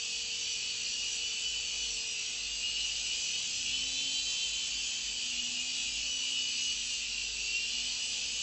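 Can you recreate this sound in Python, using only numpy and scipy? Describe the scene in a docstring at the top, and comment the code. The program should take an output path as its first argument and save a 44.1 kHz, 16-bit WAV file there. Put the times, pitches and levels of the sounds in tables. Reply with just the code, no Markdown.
"""A toy helicopter with two stacked rotors flies about a bare room before one small camera microphone.
From the start two motors whine through seven-tooth pinions and their pitches wander, rising until about 4.3 s.
They sink by 5.5 s, draw widely apart near 5.8 s, reach their lowest near 7.5 s and then recover.
Throughout, the crossing blades hum as rotating interference, and gear clatter and blade hiss, as shaped noise,
fill the treble; the house adds a wavering low hum, rumble, faint tones and a quiet noise floor."""
import sys
import numpy as np
from scipy import signal
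from scipy.fft import rfft, irfft
from scipy.io import wavfile
from scipy.ndimage import uniform_filter1d, map_coordinates

SR = 44100
rng = np.random.default_rng(int(sys.argv[2]) if len(sys.argv) > 2 else 0)


def amplitude_ratio(level_db):
    """Convert a level in decibels to the matching linear amplitude (field) ratio."""
    exponent = np.asarray(level_db, float) / 20
    return 10 ** exponent


def wrap_up_sound(samples):
    """Save the sound to the file named by the first command line argument, as 16-bit audio."""
    columns = np.atleast_2d(samples).T
    # keep every value between -1 and 1, then stretch to whole-number steps
    tamed = np.clip(columns, -1, 1)
    steps = np.round(tamed * 32767).astype(np.int16)
    wavfile.write(sys.argv[1], SR, steps)


N = 371322
T = np.arange(N) / SR

# throttle moves both motors together, steering moves them apart:
# (time [s], first shaft rate [Hz], second shaft rate [Hz])
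SHAFT_SPEEDS = [(0.0, 422.2, 460.6), (0.42, 424.5, 456.3), (0.98, 410, 447), (1.14, 415, 449),
                (1.34, 427.2, 449.6), (1.92, 420.5, 453.1), (2.22, 409.9, 439), (2.6, 407.6, 429.5),
                (3.0, 418.4, 454.8), (3.2, 421.6, 461.6), (3.58, 423.8, 465), (3.78, 432, 487.6),
                (4.0, 437.2, 498), (4.34, 445.1, 499.8), (4.68, 436.4, 490), (4.96, 442.7, 469.2),
                (5.42, 411.3, 436), (5.56, 406.3, 452), (5.78, 410.7, 487.8), (6.1, 422, 474.3),
                (6.72, 417.6, 457.6), (7.1, 393.4, 426.4), (7.48, 388.9, 413.8), (7.98, 417.6, 451.9),
                (8.42, 418.4, 462.5)]
# flight across the room: (time [s], relative level of clatter and hiss [dB],
# relative level of the second shaft's fundamental [dB])
FLIGHT_LEVELS = [(0.0, 0.5, 0.5), (2.0, 0, 3), (2.5, -1.5, -10), (2.9, 1, -11), (3.5, 1.5, -4),
                 (3.9, 1, -1.5), (5.0, 1, -2), (5.6, 1, -14.5), (6.15, 0.5, -3), (6.9, .5, -10.5),
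                 (7.35, -1, -1), (7.8, 0.5, -7), (8.42, 1, -6)]
# tooth-mesh whine swelling as the craft drifts through the room's echoes:
# (centre time [s], length [s], peak level [dB])
MESH_SWELLS = [(0.64, .14, -57), (1.0, 0.19, -42), (1.42, .4, -41.5), (2.62, .14, -39), (2.85, 0.14, -36.5),
               (3.1, .2, -43), (3.42, .2, -43), (3.75, .2, -41.5), (4.15, .4, -41), (4.55, 0.36, -42),
               (4.95, .14, -41), (5.4, 0.15, -40), (5.65, .2, -41.5), (5.82, .12, -40.5),
               (6.11, 0.12, -40.5), (6.42, .3, -42.5), (6.69, .18, -36), (7.25, 0.46, -46.5),
               (7.64, 0.3, -36.5), (8.05, 0.15, -43.5)]
# weaker multiples of each shaft before the body colours them: (multiple of shaft rate [1], level [dB])
FIRST_SHAFT_ORDERS = [(5, -57), (6, -62.5), (8, -57.5), (9, -64), (11, -60), (12, -53), (14, -51),
                      (15, -56)]
SECOND_SHAFT_ORDERS = [(5, -60.5), (6, -66), (13, -53.5), (15, -58)]
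# multiples of the second shaft that stand out for a while as the craft turns:
# (centre time [s], length [s], multiple of shaft rate [1], peak level [dB])
SECOND_SHAFT_SWELLS = [(0.0, 0.57, 8, -52.5), (2.7, 0.51, 8, -52), (4.15, .6, 8, -45), (5.83, 0.31, 8, -48),
                       (6.35, 0.21, 8, -49), (8.4, .3, 8, -56), (0.45, 2.6, 10, -50), (1.6, .7, 10, -51),
                       (5.05, .4, 10, -56), (5.82, 0.29, 10, -48.5), (6.55, .4, 10, -51.5),
                       (0.1, 0.55, 11, -54.5), (3.3, 0.68, 11, -50.5), (2.45, .4, 11, -52),
                       (6.1, .4, 11, -53), (6.52, 0.37, 11, -50), (8.28, .45, 11, -44),
                       (1.9, 0.36, 14, -57), (3.2, .6, 14, -58), (4.1, 0.56, 14, -50), (4.8, .5, 14, -51),
                       (3.1, .4, 7, -47), (4.2, 1.5, 7, -48.5), (5.95, 0.51, 14, -48), (6.6, 0.63, 14, -47),
                       (7.3, 0.67, 14, -51.5), (8.3, .5, 14, -50.5)]
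# rotor gear runout, throb depth scaled by a random walk: (once a rotor turn [1], twice a rotor turn [1])
GEAR_RUNOUT = .3, .18
# swelling tones of the crossing blades:
# (centre time [s], length [s], multiple of crossing rate [1], peak level [dB])
CROSSING_SWELLS = [(1.0, 0.54, 1, -67.5), (3.95, 0.56, 1, -58), (4.85, 0.34, 1, -66.5),
                   (5.5, 0.58, 1, -56.5), (6.4, 1.3, 1, -62.5), (7.78, 0.31, 1, -58.5),
                   (8.15, .5, 1, -65.5), (0.9, 3.7, 2, -69.5), (2.9, 1.3, 2, -70), (4.0, 0.45, 2, -70.5),
                   (6.1, 0.75, 2, -69.5), (7.35, 0.87, 2, -69), (8.3, .5, 2, -67.5), (2.4, 1.6, 3, -74),
                   (4.2, 1.3, 3, -71.5), (5.65, 0.67, 3, -68.5), (7.9, 0.81, 3, -70)]
# plastic body and microphone resonance: (frequency [Hz], relative level [dB per Hz])
BODY_SPECTRUM = [(1500, -24.5), (2000, -20), (2250, -14.5), (2450, -0.5), (2900, 3), (3250, -3),
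                 (3800, -5.5), (4500, -1), (5300, -6.5), (5900, -4), (6300, -5), (7900, -6)]
# swells of the low house hum, then of the rumble: (centre time [s], length [s], peak level [dB])
HUM_SWELLS = [(0.22, 0.079, -61), (1.04, 0.11, -60), (1.25, 0.16, -62), (1.56, 0.24, -57),
              (1.88, 0.24, -55), (2.5, .25, -56), (2.9, .45, -57), (3.8, .35, -56.5), (4.25, .14, -58),
              (4.52, .14, -57), (4.77, .14, -55), (5.09, .14, -56.5), (5.37, 0.1, -57.5),
              (5.98, 0.29, -55.5), (6.8, .25, -58), (7.32, 0.49, -55), (7.85, 0.31, -59), (8.35, .3, -59)]
RUMBLE_SWELLS = [(0.64, 0.41, -70), (3.7, 0.68, -62), (6.6, 0.27, -67), (8.3, 0.69, -68)]
# faint house tones: (frequency [Hz], level [dB])
HOUSE_TONES = [(75, -80), (95, -77.5), (222, -71.5), (392, -79)]
# spectrum of the quiet floor: (frequency [Hz], relative level [dB per Hz])
FLOOR_SPECTRUM = [(15, -33), (25, -1), (64, -1.5), (171, -12.5), (230, -4.5), (292, -7.5), (479, -11),
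                  (1090, -14.5), (2000, -6), (2600, -45), (4400, -120)]
# steep top cut of the camera: (frequency [Hz], gain [dB])
CAMERA_RESPONSE = [(7960, -0.5), (8020, -10.5), (8200, -78)]

PINION_TEETH, BLADES = 7, 2  # teeth of each pinion, blades of each rotor
MESH_REST_DB, STRONG_REST_DB, CROSSING_REST_DB = -47.5, -62, -81  # levels between swells
HUM_REST_DB, RUMBLE_REST_DB = -70, -69.5  # levels between swells
SHAFT_DB, BAND_DB, TREBLE_DB = -66.5, -40.5, -34  # reference levels, moved by the flight
TREBLE_SLOPE = 1.03  # treble change per dB of clatter and hiss change
SPLIT_HZ = 4190  # between the two noise bands
HUM_HZ, FLOOR_DB = 51.6, -61.5  # mean hum frequency, reference level of the floor
ROOM_T60_S, ROOM_DB = 0.41, -7  # decay time, echoes against the direct sound


def helicopter():
    """Superposition: whines of motors and crossing blades add to gear clatter and blade hiss."""
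    first_hz, second_hz = curves(SHAFT_SPEEDS)
    noise_db, shaft_db = curves(FLIGHT_LEVELS)
    first = running_turns(first_hz, 0.001183)
    second = running_turns(second_hz, 0.0012)
    echoed = room(pinion_mesh(first) + first_motor(first) + second_motor(second))
    fundamental = tone(second, SHAFT_DB + shaft_db, 3.2, rate=3.7)
    whine = echoed + fundamental + crossing_blades(first, second)
    return whine + clatter_and_hiss(first, second, noise_db)


def pinion_mesh(turns):
    """Gear meshing: each tooth contact excites the gear, a tone at teeth times shaft rate."""
    return tone(PINION_TEETH * turns, swells(MESH_SWELLS, MESH_REST_DB), 1.2, rate=14, flicker_db=3.0)


def first_motor(turns):
    """Harmonic series of the first shaft, amplitude-modulated by gear runout."""
    return shaft_orders(turns, FIRST_SHAFT_ORDERS, 7.7) * throb(turns)


def second_motor(turns):
    """Harmonic series of the second shaft with swelling strong multiples, modulated by gear runout."""
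    gear = shaft_orders(turns, SECOND_SHAFT_ORDERS, 8.5)
    for multiple in (7, 8, 10, 11, 14):
        level_db = swells(chosen(SECOND_SHAFT_SWELLS, multiple), STRONG_REST_DB)
        gear += tone(multiple * turns, level_db, 2.9, rate=12, flicker_db=3.0)
    return gear * throb(turns)


def shaft_orders(turns, orders, fade_db):
    """Resonant filtering: weak shaft multiples, each fading on its own, coloured by the body."""
    tones = sum(tone(int(k) * turns, db, fade_db, rate=6, flicker_db=5.0) for k, db in orders)
    return colour(tones, BODY_SPECTRUM)


def throb(turns):
    """Amplitude modulation: a rotor gear out of true puts side lines round the shaft multiples."""
    angle = 2 * np.pi * turns / PINION_TEETH
    once = GEAR_RUNOUT[0] * np.sin(angle) * walk(6)
    twice = GEAR_RUNOUT[1] * np.sin(2 * angle) * walk(6)
    return unit(1 + once + twice)


def crossing_blades(first, second):
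    """Rotor interaction: with opposed rotation, blades cross at the sum of both blade rates."""
    crossing = BLADES * (first + second) / PINION_TEETH
    hum = 0
    for multiple in (1, 2, 3, 4):
        level_db = swells(chosen(CROSSING_SWELLS, multiple), CROSSING_REST_DB)
        hum = hum + tone(multiple * crossing, level_db, 1.5, rate=6.6)
    return hum


def clatter_and_hiss(first, second, noise_db):
    """Broadband radiation: tooth noise and blade hiss, shaped by the body, with patchy narrow bands."""
    # the first pinion runs slightly off centre, so its clatter throbs once a shaft turn
    first_gear = clatter(first, 0.73) * (1 + 0.4 * np.sin(2 * np.pi * first))
    second_gear = amplitude_ratio(-0.5) * clatter(second, 0.81)
    hiss = amplitude_ratio(-2) * rng.standard_normal(N)
    rush = colour(first_gear + second_gear + hiss, BODY_SPECTRUM)
    rush = patchy_bands(rush, depth_db=2.66, width_hz=90., hold_s=0.1)
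    body = signal.sosfiltfilt(signal.butter(4, SPLIT_HZ, fs=SR, output="sos"), rush)
    treble = rush - body
    body_db = BAND_DB + noise_db + 0.34 * walk(10)
    treble_db = TREBLE_DB + TREBLE_SLOPE * noise_db + 0.083 * walk(8.5)
    return amplitude_ratio(body_db) * unit(body) + amplitude_ratio(treble_db) * unit(treble)


def clatter(turns, memory, size=800):
    """Cyclic correlation: tooth noise nearly repeats at each turn of the rotor gear."""
    rotor = turns / PINION_TEETH
    fresh = rng.standard_normal((int(rotor[-1]) + 2, size))  # one row a rotor turn
    # each row keeps a share of the row before
    pattern = signal.lfilter([1], [1, -np.clip(memory, 0, .98)], fresh, axis=0).ravel()
    return unit(map_coordinates(pattern, [rotor * size], order=3))


def patchy_bands(x, depth_db, width_hz, hold_s, size=1024):
    """Random spectral modulation: narrow bands of the noise swell and fade at random, making it patchy."""
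    z = signal.stft(x, nperseg=size)[2]
    field = rng.standard_normal(z.shape)
    for axis, cells in enumerate((width_hz * size / SR, hold_s * 2 * SR / size)):
        field = uniform_filter1d(field, max(int(cells), 1), axis=axis)
    return signal.istft(z * amplitude_ratio(depth_db * unit(field)), nperseg=size)[1][:N]


def room(x):
    """Reverberation: bare walls return a dense decaying tail that beats with the direct sound."""
    t = T[:SR // 2]
    tail = rng.standard_normal(len(t)) * amplitude_ratio(-60 * t / ROOM_T60_S)
    tail = tail / np.sqrt(np.sum(tail ** 2))
    return x + amplitude_ratio(ROOM_DB) * signal.fftconvolve(x, tail)[:N]


def house():
    """Superposition of the background: wavering hum, rumble, faint tones and floor."""
    return house_hum() + house_rumble() + house_tones() + quiet_floor()


def house_hum():
    """Frequency modulation: a low sine wavers in pitch while its level swells and sinks."""
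    return tone(running_turns(HUM_HZ, 0.015), swells(HUM_SWELLS, HUM_REST_DB))


def house_rumble():
    """Band-limited noise: a faint rumble with a swelling, wandering level."""
    band = signal.butter(2, (65., 200.), "band", fs=SR, output="sos")
    rumble = signal.sosfilt(band, rng.standard_normal(N))
    return amplitude_ratio(swells(RUMBLE_SWELLS, RUMBLE_REST_DB) + 0.83 * walk(4)) * unit(rumble)


def house_tones():
    """Pure tones: faint sines of fixed pitch fade slowly."""
    return sum(tone(hz * T, db, 3.0, rate=3) for hz, db in HOUSE_TONES)


def quiet_floor():
    """Stationary coloured noise, its level wandering slightly."""
    return amplitude_ratio(FLOOR_DB + 0.5 * walk(1.5)) * unit(colour(rng.standard_normal(N), FLOOR_SPECTRUM))


def tone(turns, db, fade_db=0, rate=5, flicker_db=0):
    """Phase-driven sine about a nominal rms level, with random slow fading and fast flicker."""
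    # limited upward, as echoes cancel deeply but reinforce little
    fade = fade_db * np.minimum(walk(rate), 0.5)
    flicker = flicker_db * np.minimum(walk(35), 1)
    return np.sqrt(2) * amplitude_ratio(db + fade + flicker) * np.sin(2 * np.pi * (turns + rng.random()))


def running_turns(hz, wobble):
    """Phase is the integral of frequency: a count of turns at a slightly trembling rate."""
    return np.cumsum(hz * (1 + wobble * walk(30))) / SR


def swells(rows, rest_db):
    """Power addition: bell-shaped rises add to a resting level, giving dB."""
    power = amplitude_ratio(2 * rest_db) + np.zeros(N)
    for s, length, db in rows:
        # length is the full width at half amplitude
        power = power + amplitude_ratio(2 * db) * np.exp(-np.log(16) * 2 * ((T - s) / length) ** 2)
    return 10 * np.log10(power)


def chosen(rows, k):
    """Harmonic selection: the swell rows of one multiple."""
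    return [(s, length, db) for s, length, multiple, db in rows if round(multiple) == k]


def curves(rows):
    """Linear interpolation: table columns, one value per sample."""
    s, *columns = np.transpose(rows)
    return [np.interp(T, s, c) for c in columns]


def walk(rate):
    """Smoothed random process: levels drawn at a rate in Hz and slewed twice, of rms 1."""
    k = int(SR / rate)
    held = np.repeat(rng.standard_normal(N // k + 1), k)
    return unit(uniform_filter1d(uniform_filter1d(held, k), k)[:N])


def colour(x, points):
    """Linear filtering by a spectrum in (Hz, dB), interpolated over log frequency."""
    hz, db = np.transpose(points)
    f = np.maximum(np.fft.rfftfreq(N, 1 / SR), 1)
    return irfft(rfft(x) * amplitude_ratio(np.interp(np.log(f), np.log(hz), db)), N)


def unit(x):
    """Normalisation to rms 1."""
    return x / np.sqrt(np.mean(x ** 2))


def scene():
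    """Monophonic pickup: one microphone feeds both channels."""
    return np.tile(helicopter() + house(), (2, 1))


def roll_off(x):
    """The treble ends steeply here."""
    return signal.sosfilt(signal.butter(12, 9300, fs=SR, output="sos"), x)


def record(dry):
    """Band limitation: the camera samples slowly, so the top is cut steeply."""
    mix = np.array([colour(side, CAMERA_RESPONSE) for side in dry])
    return roll_off(mix)


dry = scene()
out = record(dry)
wrap_up_sound(out)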